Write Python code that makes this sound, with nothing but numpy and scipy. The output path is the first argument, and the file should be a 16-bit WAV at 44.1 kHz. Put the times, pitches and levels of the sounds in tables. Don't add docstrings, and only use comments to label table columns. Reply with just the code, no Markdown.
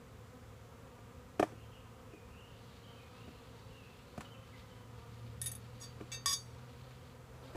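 import sys
import numpy as np
from scipy import signal
from scipy.fft import rfft, irfft
from scipy.io import wavfile
from scipy.ndimage import map_coordinates

SR = 44100
rng = np.random.default_rng(int(sys.argv[2]) if len(sys.argv) > 2 else 0)


def generate_wav(sig):
    pcm = np.round(np.clip(np.atleast_2d(sig).T, -1, 1) * 32767).astype(np.int16)
    wavfile.write(sys.argv[1], SR, pcm)


N = 333396
TIME_S = np.arange(N) / SR


def undb(db):
    return 10 ** (np.asarray(db) / 20)


def unit_rms(x):
    return x / np.sqrt(np.mean(x ** 2) + 1e-30)


def wander(rate_hz):
    knots = rng.standard_normal(1024)
    return map_coordinates(knots, [TIME_S[::64] * rate_hz + 2], order=3, mode="wrap").repeat(64)[:N]


def colour(x, spectrum):
    hz, db = np.transpose(spectrum)
    bins_hz = np.maximum(np.fft.rfftfreq(len(x), 1 / SR), 1)
    gain = undb(np.interp(np.log(bins_hz), np.log(hz), db))
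    return unit_rms(irfft(rfft(x) * gain, len(x)))


def highpass(x, cutoff_hz):
    return signal.sosfilt(signal.butter(2, cutoff_hz, "high", fs=SR, output="sos"), x)


def decay(t, t60_s):
    return np.exp(-np.log(1000) * t / t60_s)


def add(out, start_s, x):
    i = max(int(start_s * SR), 0)
    out[i:i + len(x)] += x[:max(N - i, 0)]


def tree_echo(x, t60_s):
    t = TIME_S[:SR]
    response = rng.standard_normal(SR) * decay(t, t60_s) * (1 - np.exp(-t / 0.007))
    return signal.fftconvolve(x, response / np.linalg.norm(response))[:N]


# wingbeat multiple, relative level/dB
WING_HARMONICS = [(1, -1.5), (2, 1), (3, -8), (4, -5), (5, -4.5), (6, -10.5), (8, -27.5), (12, -26)]


def bees(count=24, wingbeat_hz=246.1, spread=0.085, waver=0.03, level_db=-60.5):
    harmonics = np.arange(1, 15)
    gains = undb(np.interp(harmonics, *np.transpose(WING_HARMONICS)))
    cycle = np.linspace(0, 1, 513)
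    out = np.zeros(N)
    for detune in np.linspace(-spread, spread, count):
        offsets = rng.random((len(harmonics), 1))
        stroke = gains @ np.sin(2 * np.pi * (np.outer(harmonics, cycle) + offsets))
        hz = wingbeat_hz * (1 + detune + waver * wander(2.5) + 0.016 * wander(28))
        hum = np.interp(np.cumsum(hz) / SR % 1, cycle, stroke)
        out += hum * undb(3.3 * wander(2.148) + 3.6 * wander(14))
    return unit_rms(out) * undb(level_db)


# firing-rate multiple, relative level/dB
ENGINE_ORDERS = [(2, -10.5), (3, -0.5), (4, -19.5), (5, -18.5), (6, -21)]


def engine(idle_hz=37.25, revved_hz=41.2, idle_db=-60.5, revved_db=-57.5):
    throttle_s, spin_up_s = 4.65, 1.2
    pull_db, pull_peak_s, pull_width_s = 9.5, 5.61, 0.7
    revs = 1 - np.exp(-(np.maximum(TIME_S - throttle_s, 0) / spin_up_s) ** 2)
    pull = np.exp(-((TIME_S - pull_peak_s) / pull_width_s) ** 2)
    fading_db = 2 * (1 - revs) * wander(3.92)
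    level_db = idle_db + (revved_db - idle_db) * revs + pull_db * pull + fading_db
    firing_hz = (idle_hz + (revved_hz - idle_hz) * revs) * (1 + 0.01184 * wander(12))
    phase = 2 * np.pi * np.cumsum(firing_hz) / SR
    drone = sum(undb(db + 2 * wander(11)) * np.sin(order * phase + 0.5 * wander(9))
                for order, db in ENGINE_ORDERS)
    return unit_rms(drone) * undb(level_db)


# f/Hz, relative density/dB
AIR_SPECTRUM = [(20, -40), (40, -7.5), (70, 1), (100, 0), (170, -5), (320, -15.5), (400, -11), (620, -18),
                (1200, -22), (2000, -23), (5000, -32), (7800, -32), (8300, -35.5), (15000, -39)]


def air(level_db=-57):
    return colour(rng.standard_normal(N), AIR_SPECTRUM) * undb(level_db + 0.1 * wander(2))


# f/Hz, relative level/dB, t60/s
BOX_MODES = [(87, -6.5, 0.067), (148, 0.5, 0.037), (219.5, -1, 0.063), (315, -6, .09), (396, 7, 0.025),
             (435, -25, 0.0074), (613, 0.5, 0.027), (695, -1, 0.037), (780, 3, 0.0096), (986, -14, 0.029),
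             (1060, -29, 0.026), (1184, -1, 0.02), (1460, -12, 0.033), (1790, -9.5, 0.032),
             (2387, -1.5, 0.012), (3016, -9, 0.022)]
# f/Hz, relative density/dB
CRACK_SPECTRUM = [(200, -29), (800, 10), (2500, 0.5), (4200, -8), (6500, -5.5), (10000, -11.5),
                  (15000, -21)]
# t/s, blow level/dB, blow f/Hz, crack re blow/dB, thud re blow/dB, thud f/Hz
BOX_KNOCKS = [(.99, -49, 600, -21, -6, 250), (1.3968, -17, 540, -17.5, -4.5, 315),
              (1.428, -15.5, 740, -23.5, -19, 350), (1.522, -44.5, 400, -25, -4, 250),
              (2.136, -42, 318, -20, -5, 250), (3.278, -45.5, 497, -25, 6, 185),
              (4.178, -36, 660, -13, 4.5, 154), (4.2077, -43.5, 2350, -0.5, -22, 250),
              (6.004, -47, 1120, -22, -30, 250), (6.011, -34.5, 287, -24, -12, 220),
              (6.908, -51.5, 1700, -11, -23, 250), (7.55, -39, 450, -34, -17, 250)]


def hive_knocks(give_s=0.0012, width_oct=0.68, crack_t60_s=0.057):
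    body, cracks, t = np.zeros(N), np.zeros(N), TIME_S[:SR // 4]
    hz, db, t60_s = np.transpose(BOX_MODES)[:, :, None]
    modes = undb(db) * np.sin(2 * np.pi * hz * t) * decay(t, t60_s)
    modes *= 1 - np.exp(-t / give_s)
    for start_s, level_db, blow_hz, crack_db, thud_db, thud_hz in BOX_KNOCKS:
        edge = (-0.0018, -10.5, 2010)
        blow = (0, 0, blow_hz)
        thud = (0.0029, thud_db, thud_hz)
        bounce = (0.0095, -16, blow_hz)
        for lag_s, contact_db, contact_hz in (edge, blow, thud, bounce):
            ring = (modes / (1 + (np.log2(hz / contact_hz) / width_oct) ** 2)).sum(axis=0)
            add(body, start_s + lag_s, undb(level_db + contact_db) * ring / np.abs(ring).max())
        crack = colour(rng.standard_normal(len(t)), CRACK_SPECTRUM) * decay(t, crack_t60_s)
        add(cracks, start_s, undb(level_db + crack_db) * crack)
    body = highpass(body, cutoff_hz=80)
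    return body + cracks + tree_echo(undb(-28) * body + undb(-10) * cracks, t60_s=0.36)


# t/s, length/s, start f/Hz, end f/Hz, level before direct and echo gains/dB
WHISTLES = [(1.548, 0.13, 2490, 3150, -70), (1.709, 0.089, 3060, 2595, -67),
            (2.109, 0.078, 2710, 2260, -68), (2.28, 0.24, 2506, 2944, -66.5), (2.817, .13, 3080, 2920, -65),
            (2.95, .1, 2700, 2090, -68), (3.142, 0.13, 2410, 2855, -65.5), (3.683, .23, 2870, 2500, -66.5),
            (4.246, 0.025, 3000, 3130, -59), (4.298, .075, 3130, 2340, -64.5),
            (4.521, 0.045, 2160, 1990, -63), (4.71, 0.027, 2994, 3080, -66)]


def whistling_bird(direct_db=-2.5, echo_db=-2, warble_depth=0.0438, pitch_bow=0.0256):
    out = np.zeros(N)
    warble = 1 + warble_depth * wander(110)
    for start_s, length_s, start_hz, end_hz, db in WHISTLES:
        progress = np.linspace(0, 1, int(length_s * SR))
        arch = np.sin(np.pi * progress)
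        hz = (start_hz + (end_hz - start_hz) * progress) * (1 + pitch_bow * arch)
        hz *= warble[int(start_s * SR):][:len(hz)]
        whistle = np.sqrt(np.abs(arch)) * np.sin(2 * np.pi * np.cumsum(hz) / SR)
        add(out, start_s, undb(db) * unit_rms(whistle))
    return undb(direct_db) * out + undb(echo_db) * tree_echo(out, t60_s=0.98)


def twittering_bird(first_s=2.48, last_s=4.1, count=64, chirp_s=0.0296, centre_hz=3914):
    out = np.zeros(N)
    progress = np.linspace(0, 1, int(chirp_s * SR))
    for start_s in np.linspace(first_s, last_s, count):
        pitch, slope, strength = rng.uniform(-1, 1, 3)
        hz = centre_hz * (1 + 0.18 * pitch + 0.133 * slope * (2 * progress - 1))
        chirp = np.sin(np.pi * progress) * np.sin(2 * np.pi * np.cumsum(hz) / SR)
        add(out, start_s, undb(-78.5 + 1.1 * strength) * unit_rms(chirp))
    return undb(-5) * out + tree_echo(out, t60_s=0.43)


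# f/Hz, relative density/dB
LEAF_SPECTRUM = [(1500, -4), (2600, 1), (3600, 0.5), (4700, -1), (5600, -12), (9000, -17), (15000, -23)]
# t/s, hold/s, level/dB
LEAF_STIRS = [(2.548, 1.73, -69.5), (4.475, 0.29, -69), (4.98, 0.72, -70), (5.74, 0.45, -68.5),
              (6.503, 0.57, -69), (7.45, 0.028, -63.5)]


def leaves(attack_s=0.037, release_s=0.069, patchy_db=2):
    grains = rng.standard_normal(N) * undb(2 * wander(180))
    envelope = np.zeros(N)
    for start_s, hold_s, db in LEAF_STIRS:
        before_s = np.maximum(start_s - TIME_S, 0)
        after_s = np.maximum(TIME_S - start_s - hold_s, 0)
        envelope += undb(db) * np.exp(-before_s / attack_s - after_s / release_s)
    return colour(grains, LEAF_SPECTRUM) * envelope * undb(patchy_db * wander(17))


def scrape_force(t, length_s, growth=0.26):
    pressure = (t / length_s) ** growth * (t <= length_s)
    spectrum = rfft(rng.standard_normal(len(t)) ** 3 * pressure, 2 * len(t))
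    slips = irfft(spectrum / np.sqrt(np.abs(spectrum) + 1e-9))[:len(t)]
    slips = highpass(slips, cutoff_hz=1700)
    return slips / np.linalg.norm(slips)


# f/Hz, undamped t60/s, relative level/dB struck on the tip, on the edge, on the flat
TOOL_MODES = [(1122, .16, -25, -13, 2), (1572, .2, -23, -17, -19), (1832, .22, -12, -3, -6),
              (2304, .2, -21, -7, -14), (2665, .2, -23, -7, -21), (3444, .22, -18, -6, -4),
              (3691, .26, -10, -3, -7.5), (4597, .4, -25, -8, -5), (4893, .19, -18, -6, 2),
              (5648, .19, -22, -8, -3), (6333, .27, -12, 1, -7), (6641, .24, -17, -6, -1),
              (7956, .16, -9, -8, -6), (9022, .16, -4, -18, -14), (9422, .12, -7, -11, -9),
              (10000, .17, 2, -17, -11), (11288, .17, -15, -23, -14), (11840, .2, -7, -31, -20),
              (13150, .17, -22, -27, -21), (13900, .18, -23, -30, -24), (14270, .2, -27, -32, -24),
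              (15090, .18, -27, -24, -24)]
# f/Hz, relative density/dB
TICK_SPECTRUM = [(800, -38), (2000, -27), (3000, 2), (5000, 0), (6500, 6), (8000, 2), (9800, -14),
                 (11000, 0), (15000, -31)]
# t/s, place struck, gain/dB, scrape length/s, scrape re blow/dB
TOOL_CONTACTS = [(5.4155, "tip", -31.5, 0.017, -13), (5.44, "tip", -40, 0.0097, -7),
                 (5.4595, "tip", -34.5, 0.015, 3.5), (5.492, "edge", -52.5, .006, -7),
                 (5.516, "tip", -42, 0.0038, 1.5), (5.5515, "tip", -44.5, 0.0022, -16),
                 (5.8, "flat", -68, 0.047, 24), (6.118, "edge", -41, 0.028, 4),
                 (6.259, "flat", -28, 0.079, 2.5)]


def steel_tool(tick_db=-15, tick_t60_s=0.019, rattle_db=-11, rattle_width=0.014, echo_db=-29):
    out, t = np.zeros(N), TIME_S[:SR // 3]
    bins_hz = np.fft.rfftfreq(len(t), 1 / SR)
    hz, t60_s, *place_db = np.transpose(TOOL_MODES)[:, :, None]
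    place_gains = dict(zip(("tip", "edge", "flat"), undb(place_db)))
    t60_scale = {"tip": 0.52, "edge": 0.8, "flat": 0.7}
    for start_s, place, db, scrape_s, scrape_db in TOOL_CONTACTS:
        gains, ring_t60_s = place_gains[place], t60_s * t60_scale[place]
        phase = 2 * np.pi * (hz * t + rng.random(hz.shape))
        ring = (gains * np.sin(phase) * decay(t, ring_t60_s)).sum(axis=0)
        bands = (gains / (1 + ((bins_hz - hz) / (rattle_width * hz)) ** 4)).sum(axis=0)
        rattle = unit_rms(irfft(bands * rfft(rng.standard_normal(len(t))), len(t)))
        rattle *= decay(t, 0.64 * ring_t60_s.mean())
        tick = colour(rng.standard_normal(len(t)), TICK_SPECTRUM) * decay(t, tick_t60_s)
        response = ring / 2 + np.linalg.norm(gains) * (undb(rattle_db) * rattle + undb(tick_db) * tick)
        force = undb(scrape_db) * scrape_force(t, scrape_s)
        force[0] += 1
        add(out, start_s, undb(db) * signal.fftconvolve(force, response))
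    return out + undb(echo_db) * tree_echo(out, t60_s=0.22)


# f/Hz, relative density/dB
SLIDE_SPECTRUM = [(200, 5), (800, 5), (2500, -11), (4200, -16), (15000, -28)]
# t/s, level/dB
SLIDE_LEVELS = [(7.2, -94), (7.35, -59.5), (7.45, -62), (7.52, -58.5), (7.56, -51)]


def wood_slide(roughness_db=2.7):
    friction = rng.standard_normal(N) * undb(roughness_db * wander(120))
    level_db = np.interp(TIME_S, *np.transpose(SLIDE_LEVELS))
    return colour(friction, SLIDE_SPECTRUM) * undb(level_db)


def scene():
    background = bees() + engine() + air()
    events = hive_knocks() + whistling_bird() + twittering_bird() + leaves() + steel_tool() + wood_slide()
    return (background + events)[None]


def record(dry, cutoff_hz=15400):
    return signal.sosfilt(signal.ellip(10, 0.2, 80, cutoff_hz, fs=SR, output="sos"), dry)


dry = scene()
out = record(dry)
generate_wav(out)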